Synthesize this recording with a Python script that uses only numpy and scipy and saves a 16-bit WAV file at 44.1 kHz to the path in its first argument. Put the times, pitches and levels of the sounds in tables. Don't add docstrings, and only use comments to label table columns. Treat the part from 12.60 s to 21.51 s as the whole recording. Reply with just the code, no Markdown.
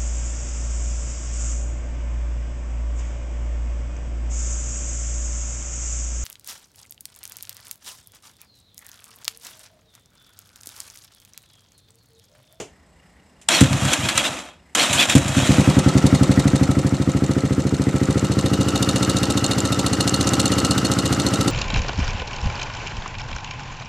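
import sys
import numpy as np
from scipy import signal
from scipy.fft import rfft, irfft
from scipy.io import wavfile
from scipy.ndimage import uniform_filter1d

SR = 44100
rng = np.random.default_rng(int(sys.argv[2]) if len(sys.argv) > 2 else 0)


def log_audio(samples):
    frames = np.atleast_2d(samples).T
    limited = np.clip(frames, -1, 1)
    pcm = np.round(limited * 32767).astype(np.int16)
    wavfile.write(sys.argv[1], SR, pcm)


def attenuation_scalar(level_db):
    decades = np.asarray(level_db, float) / 20
    return 10 ** decades


N = 392931
t = np.arange(N) / SR
CATCH_S = 2.8914

# (frequency [Hz], signed share, time to fall 60 dB [s])
PIPE_RING = [(75, 0.21, 0.4), (147, -1.0, 0.066), (153, 0.46, 0.282), (193, -0.11, 0.261),
             (269, -0.72, 0.033), (289, 0.32, 0.175), (330, 0.52, 0.027), (445, 0.2, 0.035),
             (636, 0.03, 0.015)]
# (frequency [Hz], level [dB], time to fall 60 dB [s])
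CAN_RING = [(334.5, -13.5, 0.061), (470, -66, 0.16), (528.6, -19.5, 0.21), (703, -22, 0.042)]
# (delay [ms], signed share)
ECHOES = [
    [(0.2, 1.03), (4.7, 0.3), (9.1, 0.25), (13.3, -0.37), (23.0, 0.15), (25.6, -0.3), (37.7, 0.14),
     (39.2, 0.2)],
    [(0.4, 0.98), (13.4, -0.36), (17.5, 1.27), (17.7, -1.2), (19.9, 0.21), (28.9, -0.53), (29.0, 0.4),
     (41.3, -0.2)],
    [(0.4, 0.8), (9.8, 0.39), (17.0, 0.58), (21.0, 0.34), (26.1, 0.24), (39.6, -0.11), (41.3, 1.12),
     (41.5, -1.31)],
]


def thumps():
    u = t[:5000]
    out = np.zeros((len(ECHOES), 5000))
    pipe = sum(share * attenuation_scalar(-60 * u / t60) * np.sin(2 * np.pi * hz * u) for hz, share, t60 in PIPE_RING)
    can = sum(attenuation_scalar(db - 60 * u / t60) * np.sin(2 * np.pi * hz * u) for hz, db, t60 in CAN_RING)
    ring = pipe + can * np.minimum(u / 0.026, 1)
    for heard, arrivals in zip(out, ECHOES):
        for ms, share in arrivals:
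            add(heard, ms / 1000, share * ring)
    out *= np.clip((0.095 - u) / 0.035, 0, 1)
    return out / np.sqrt(np.mean(out[:, :2200] ** 2, axis=1))[:, None]


# (time [s], exhaust level [dB], nearness of metal [dB])
IDLE = [(2.98, -10.5, 5.5), (3.5, -10.5, 7), (4.0, -12.5, 4.5), (4.3, -15.5, 1.5), (5.2, -17.5, 1),
        (5.7, -17, 4), (6.05, -16, 6.5), (6.45, -16, 8), (7.0, -16, 7), (7.6, -15.5, 8.5), (8.0, -15, 9),
        (8.4, -14.5, 7.5), (8.8, -13, 8)]
# (time [s], place: 0 beside, 1 moving in, 2 close; past 2 the thump weakens)
CAMERA = [
    (2.9, 1),
    (3.7, 0.5),
    (4.2, 0.5),
    (5.4, 0.76),
    (6.1, 2.3),
    (9, 2.5),
]
# (time [s], level [dB], low-pass [Hz])
KICKS = [(1.0115, -7, 695), (1.106, -15.5, 160), (1.136, -19.5, 200), (1.219, -17, 158), (1.248, -19, 200),
         (1.385, -23.5, 150), (1.431, -19, 130), (1.55, -26, 129), (1.688, -32.5, 132), (2.297, -22.5, 140),
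         (2.347, -23, 120), (2.48, -26, 120), (2.551, -7.5, 694), (2.653, -19, 170), (2.69, -21, 220),
         (2.767, -13.5, 597), (2.819, -18, 170)]


def exhaust():
    heard, out, fire = thumps(), np.zeros(N), at_angle(0)
    level = attenuation_scalar(np.interp(fire, *np.transpose(IDLE)[:2]) + 0.21 * rng.standard_normal(len(fire)))
    for s, gain, place in zip(fire, level, np.interp(fire, *np.transpose(CAMERA))):
        nearest_places = np.maximum(1 - abs(place - np.arange(len(ECHOES))), 0)
        add(out, s, gain * nearest_places @ heard)
    for s, db, hz in KICKS:
        add(out, s, attenuation_scalar(db) * signal.lfilter(*signal.butter(2, hz, fs=SR), heard[0]))
    kick_s, kick_db, _ = np.transpose(KICKS)
    rush = bursts(np.r_[fire, kick_s], np.r_[level, attenuation_scalar(kick_db)], 0.0093, 0.5)
    gas = band(band(rng.standard_normal(N), 71, 394), 50, 400)
    return out + attenuation_scalar(-11.0) * rush * evened(gas)


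# (frequency [Hz], level [dB per Hz])
GRIND = [(88, -23), (150, -3), (270, 6), (450, 4), (694, 6), (812, 1.5), (2970, 2.5), (3210, 1.5),
         (4480, -7), (7320, 2), (12000, -15.5), (13700, -34), (16400, -100)]
# (frequency [Hz], width [Hz], level [dB])
HOUSING = [(2550, 120, -4), (3290, 55, -2), (3650, 50, -6), (3880, 60, -6), (5630, 90, -9), (6500, 70, -9),
           (7290, 80, -7), (8150, 70, -10)]
# (pinion bites [s], released [s], labouring level [dB], coasting fall [dB per s squared])
PRESSES = [
    (0.886, 1.66, -29, 393),
    (2.151, 2.89, -29, 68),
]
# (middle [s], half length [s], grind level [dB], whine level [dB], top whine [Hz])
SURGES = [(0.952, 0.075, -21.5, -32.5, 4300), (1.324, 0.064, -31.5, -39, 3400),
          (1.461, 0.084, -40.5, -40, 3300), (1.584, 0.038, -27, -35, 3300), (1.657, .035, -29, -34, 3700),
          (2.216, 0.067, -23, -32.5, 4300), (2.304, 0.063, -34, -50, 3300),
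          (2.409, 0.055, -23, -26.5, 3500), (2.514, .035, -24, -35, 3740), (2.854, 0.15, -32, -53, 3300)]
# (level [dB], gain with effort [dB per dB], with coasting [dB per dB])
STRAIN = [(-32.5, 1.0944, 0.76), (-36, 0.94, 0.96), (-31.5, 0.65, .75), (-34, 0.5, 1.03)]
# (share of the whine's pitch, level [dB])
WHINE_ORDERS = [(.5, -18), (.76, -0.5), (1, 6), (1.33, -8.5)]


def starter():
    held, coast_db = np.zeros(N), np.zeros(N)
    for (bite, released, labour_db, fall), end in zip(PRESSES, [PRESSES[1][0], 9]):
        held += attenuation_scalar(labour_db) * (t > bite) * (t < end)
        coast_db -= fall * np.maximum(t - released, 0) ** 2 * (t < end)
    mid, half, grind_db, whine_db, top_hz = np.transpose(SURGES)[:, :, None]
    arch = np.maximum(1 - ((t - mid) / half) ** 2, 0)
    effort_db = 20 * np.log10(held + (attenuation_scalar(grind_db) * arch).sum(0) + 1e-9) + 30

    teeth = attenuation_scalar(1.8 * wobble(size=50) + 1.1 * wobble(size=600)) * rng.standard_normal(N)
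    housing = sum(attenuation_scalar(db + 4 * wobble(size=1800)) * evened(resonate(teeth, hz, width))
                  for hz, width, db in HOUSING)
    grind = evened(colour(teeth, GRIND)) + attenuation_scalar(-15) * housing
    above_350, above_1500, above_5000 = [
        colour(grind, [(hz / 1.3, -60), (hz, -6), (hz * 1.3, 0)]) for hz in (350, 1500, 5000)]
    parts = [above_1500 - above_5000, above_5000, above_350 - above_1500, grind - above_350]
    out = sum(attenuation_scalar(db + slope * effort_db + fade * coast_db) * evened(part)
              for (db, slope, fade), part in zip(STRAIN, parts))

    nearest, strength = arch.argmax(0), arch.max(0)
    whine_hz = top_hz[nearest, 0] * (1 - 0.36 * (1 - strength))
    whine = sum(attenuation_scalar(db) * evened(resonate(teeth, share * whine_hz, 80)) for share, db in WHINE_ORDERS)
    return out * (held > 0) + whine * attenuation_scalar(whine_db[nearest, 0]) * strength ** 2


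# (frequency [Hz], width [Hz], level close [dB], lost from beside [dB], lost under the fins [dB])
HEAD = [(2830, 45, -3, 6, 0), (3720, 70, 4, 10, 10), (4300, 60, 0, 6, -2), (6310, 300, -4, 0, 0),
        (7900, 700, -8, 0, 0)]
# (frequency [Hz], level [dB])
VALVE = [(1200, -24), (2500, -5), (4000, 13.5), (5000, 5.5), (7000, 9), (9000, 6), (12000, -7),
         (15500, -47)]


def valves():
    at, luck = at_angle(0.26), rng.standard_normal((len(at_angle(0)), 4))
    gain = attenuation_scalar(metal_db(at, part=0) + 6 + 0.75 * luck[:, 1])
    shape = bursts(at + 0.0014 * luck[:, 0], gain, 0.0019, 0.046)
    rattle = shape * attenuation_scalar(3 * wobble(size=40)) * rng.standard_normal(N)
    away = np.clip(1.8 - curve(CAMERA), 0, 1)
    under = np.interp(t, (6.95, 7.2), [0, 1])
    ring = 0
    for hz, width, db, lost_db, hid_db in HEAD:
        level = attenuation_scalar(db - lost_db * away - hid_db * under + 2 * wobble(size=3000))
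        ring = ring + level * evened(resonate(rattle, hz, width))
    clatter = (evened(colour(rattle, VALVE)) + attenuation_scalar(-1) * evened(ring)) * np.std(rattle)

    at = at_angle(0.578)
    gain = attenuation_scalar(metal_db(at, part=1) + 14.5 + 2.5 * luck[:, 3])
    snap = bursts(at + 0.001 * luck[:, 2], gain, 0.0005, 0.016)
    snap *= rng.standard_normal(N) * np.interp(t, (3.1, 5.4), [0.2, 1])
    tick = body(band(snap, 2500, 8500), [(7300, 1400, 0), (4250, 150, -10), (2830, 120, -12)])
    tick = tick + attenuation_scalar(-16) * evened(colour(snap, VALVE))
    return clatter + evened(tick) * np.std(snap)


# (frequency [Hz], level [dB per Hz])
GEAR = [
    [(220, -11.5), (380, 6), (609, -4.5), (1010, -10.5), (1300, -11.5), (1470, -23.5), (1990, -16),
     (4650, -21), (7940, -20), (12000, -49), (13300, -84), (16400, -104)],
    [(220, -21), (380, -12), (521, -10.5), (918, -16.5), (1340, -15.5), (2250, -42.5), (2850, -15),
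     (3240, -26.5), (4230, -22.5), (7810, -28), (12700, -55.5), (16400, -93)],
]
# (frequency [Hz], width [Hz], level [dB])
CASE = [(802, 35, 8.5), (1313, 30, 14), (1910, 320, 3), (2850, 11, 2), (4300, 34, -4)]
# (share of the cycle, level over the running gear [dB])
SLAPS = [(.97, 10), (0.66, 7), (0.82, 8), (0.42, 7)]
# (share of the cycle, frequency [Hz], width [Hz], time to fall 60 dB [s], level over the running gear [dB])
LINKS = [(0.815, 5600, 50, 0.032, 3), (0.54, 3720, 36, 0.043, 7.5), (0.92, 1930, 270, 0.082, 3.5),
         (1, 6460, 140, 0.01, -21)]


def running_gear():
    angle, close = 2 * np.pi * turns(), np.clip(curve(CAMERA) - 1, 0, 1)
    grit = attenuation_scalar(0.76 * wobble(size=60)) * rng.standard_normal(N)
    throb = attenuation_scalar(2.63 * np.cos(2 * angle - 4.2) + 1.98 * np.cos(angle - 2.3))
    beside, near = (colour(grit, points) for points in GEAR)
    beside, near = (x / np.std(band(x, 3000, 12000)) for x in (beside, near))
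    case = attenuation_scalar(-4.5 + 2.9 * close) * evened(body(grit, CASE))

    slaps = 0
    for share, db in SLAPS:
        at = at_angle(share)
        slaps = slaps + bursts(at, attenuation_scalar(db + 1.9 * rng.standard_normal(len(at))), 0.0037, 0.08)
    slaps = slaps * evened(resonate(rng.standard_normal(N), 1330, 170))
    slaps *= attenuation_scalar(-2.5 * close)
    for share, hz, width, t60, db in LINKS:
        at = at_angle(share)
        shape = bursts(at, attenuation_scalar(db + 4.6 * rng.standard_normal(len(at))), 0.0058, t60)
        slaps += shape * evened(resonate(grit, hz, width))

    half_cycle = angle / (2 * np.pi) % 1 % 0.5
    gulp = np.exp(-((half_cycle - 0.34) / 0.07) ** 2)
    intake = attenuation_scalar(-1 - 2 * close) * gulp * evened(resonate(grit, 1200 + 2200 * half_cycle, 260))
    whirr = throb * ((1 - close) * beside + close * near + case) + slaps + intake
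    return attenuation_scalar(metal_db(t, part=2)) * np.clip((t - 2.75) / 0.22, 0, 1) * whirr


# (time [s], peak level [dB], time to fall 60 dB [s], mids over treble [dB])
CLACKS = [(0.814, -35, 0.13, -13), (0.8868, 7, 0.022, -6), (1.0075, -1, 0.077, -7),
          (1.036, -10.5, 0.056, -2.5), (1.1286, -12.5, 0.056, -1.5), (1.251, -7.5, 0.053, -3),
          (1.332, 2.5, 0.041, -8.5), (1.487, -5.5, 0.077, -2), (1.577, 2, 0.028, -4), (2.15, 1, 0.052, -5),
          (2.329, -5, 0.2, -7), (2.497, -2.5, 0.055, -5), (2.552, -3.5, 0.088, -8), (2.58, -10, 0.035, -9),
          (2.68, -13, 0.072, -26), (2.7673, -10, 0.063, -3.5), (2.8723, -12, 0.04, 0)]


def clacks():
    s, db, t60, mids_db = np.transpose(CLACKS)
    t60 = np.maximum(t60, 0.01)
    noise = attenuation_scalar(2.2 * wobble(size=30)) * rng.standard_normal(N)
    treble = evened(band(colour(noise, GRIND), 2900, 15000))
    mids = evened(band(noise, 1000, 4500))
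    high = bursts(s, attenuation_scalar(db - 10.0), 0.00013, t60) * treble
    return high + bursts(s, attenuation_scalar(db + mids_db - 7), 0.001, t60 * 1.4) * mids


# (frequency [Hz], level [dB per Hz])
AIR = [(18, -52), (30, -20), (64, 6), (88, 4.5), (109, -9), (170, 1.5), (345, -10.5), (740, -11),
       (1540, -20.5), (1910, -23.5), (3770, -26.5), (7270, -33), (16000, -65)]
# (frequency [Hz], width [Hz], level [dB])
HUMS = [(1920, 300, -71), (5100, 220, -83), (6900, 14, -87), (7800, 500, -79)]


def garage():
    noise = rng.standard_normal(N)
    air = attenuation_scalar(-54.5 + 0.31 * wobble(size=900)) * evened(colour(noise, AIR))
    hums = sum(attenuation_scalar(db + 2.8 * wobble(size=3000)) * evened(resonate(noise, hz, width))
               for hz, width, db in HUMS)
    knock = evened(colour(rng.standard_normal(N), [
        (100, 2), (400, 12.5), (1500, -8), (3000, -1.5), (4200, -11), (7000, -3.0), (13000, -30)]))
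    beat = np.cos(np.pi * 30 * t) ** 2
    reed = attenuation_scalar(-66 + 4 * wobble(size=1200)) * beat ** 5 * np.sin(2 * np.pi * 2830 * t)
    return air + hums * attenuation_scalar(5.8 * beat) + reed + attenuation_scalar(-28.5 - 60 * t / 0.22) * knock


def room(x, t60):
    taps = rng.choice([-1.0, 0, 1.0], 12000, p=[0.03, 0.94, 0.03]) * attenuation_scalar(-60 * t[:12000] / t60)
    return signal.oaconvolve(x, taps / np.linalg.norm(taps))[:N]


# (time [s], firings per second [Hz])
SPEED = [(2.89, 11.04), (3.24, 10.627), (3.43, 11.555), (3.97, 12.838), (4.16, 12.712), (4.79, 14.162),
         (4.92, 13.857), (5.41, 13.761), (5.56, 14.324), (6.03, 13.376), (6.27, 14.826), (7.01, 14.132),
         (7.15, 14.521), (7.35, 13.934), (7.82, 16.466), (8.2, 14.67), (8.36, 14.39), (8.93, 14.044)]


def turns():
    return np.cumsum(curve(SPEED) * (t > CATCH_S)) / SR


def at_angle(share):
    done = turns()[t > CATCH_S]
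    return np.interp(np.arange(np.ceil(done[-1])) + share, done, t[t > CATCH_S], right=N / SR)


# (level when far [dB], gain with nearness [dB per dB])
METAL = [(-40.5, 2), (-41, 1.03), (-45, 1.09)]


def metal_db(s, part):
    far_db, slope = METAL[part]
    idle_s, _, nearness_db = np.transpose(IDLE)
    return far_db + slope * np.interp(s, idle_s, nearness_db)


def evened(x):
    return x / np.sqrt(np.mean(x ** 2) + 1e-20)


def curve(rows, column=1, **ends):
    rows = np.asarray(rows, float)
    return np.interp(t, rows[:, 0], rows[:, column], **ends)


def colour(x, points):
    hz, db = np.transpose(points)
    bins_hz = np.fft.rfftfreq(N, 1 / SR)
    return irfft(rfft(x) * attenuation_scalar(np.interp(np.log(bins_hz + 1), np.log(hz), db)), N)


def band(x, lo_hz, hi_hz):
    return signal.sosfilt(signal.butter(2, [lo_hz, hi_hz], "bandpass", fs=SR, output="sos"), x)


def resonate(x, hz, width):
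    turn = np.exp(2j * np.pi * np.cumsum(hz * np.ones(N)) / SR)
    r = np.exp(-np.pi * width / SR)
    return 2 * (turn * signal.lfilter([1 - r], [1, -r], x / turn)).real


def body(x, modes):
    return sum(attenuation_scalar(db) * evened(resonate(x, hz, width)) for hz, width, db in modes)


def wobble(size):
    return evened(uniform_filter1d(uniform_filter1d(rng.standard_normal(N), size), size))


def add(mix, s, sound):
    part = mix[int(round(s * SR)):][:len(sound)]
    part += sound[:len(part)]


def bursts(times, gains, rise, t60):
    u, out = t[:4000], np.zeros(N)
    rise, t60 = rise * np.ones(len(times)), t60 * np.ones(len(times))
    for s, gain, up, down in zip(times, gains, rise, t60):
        add(out, s, gain * (1 - np.exp(-u / up)) * attenuation_scalar(-60 * u / down))
    return out


# (frequency [Hz], width [Hz], share removed before the camera lifts, share removed after)
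BOUNCE = [(431, 132, 1, 0.012), (348, 38, .05, -0.23)]
# (frequency [Hz], side over middle [dB])
SPREAD = [(40, -34), (70, -20), (140, -25), (250, -22), (500, -20), (1000, -20), (2000, -19), (4500, -17),
          (6500, -13), (8500, -4), (12000, -7.5), (16000, -12)]


def scene():
    metal = valves() + clacks()
    engine, gear = exhaust() + starter(), running_gear()
    lift_s = (4.15, 4.8)
    engine = engine - sum(np.interp(t, lift_s, shares) * resonate(engine, hz, width)
                          for hz, width, *shares in BOUNCE)
    gear = gear - 0.82 * resonate(gear, 435, 87)
    mid = engine + gear + metal + attenuation_scalar(-29.0) * room(metal, 0.13) + garage()
    z = signal.stft(mid, nperseg=256)[2]
    scattered = signal.istft(z * np.exp(2j * np.pi * rng.random(z.shape)), nperseg=256)[1][:N]
    side = colour(scattered, SPREAD) * attenuation_scalar(3.6)
    return np.array([mid + side, mid - side])


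def band_limit(x):
    return signal.sosfilt(signal.butter(12, 16530, fs=SR, output="sos"), x)


def record(dry):
    cut = signal.sosfilt(signal.butter(4, 40, "highpass", fs=SR, output="sos"), dry)
    cut = signal.sosfilt(signal.butter(10, 14200, fs=SR, output="sos"), cut)
    return band_limit(np.clip(cut, -1, 1))


dry = scene()
out = record(dry)
log_audio(out)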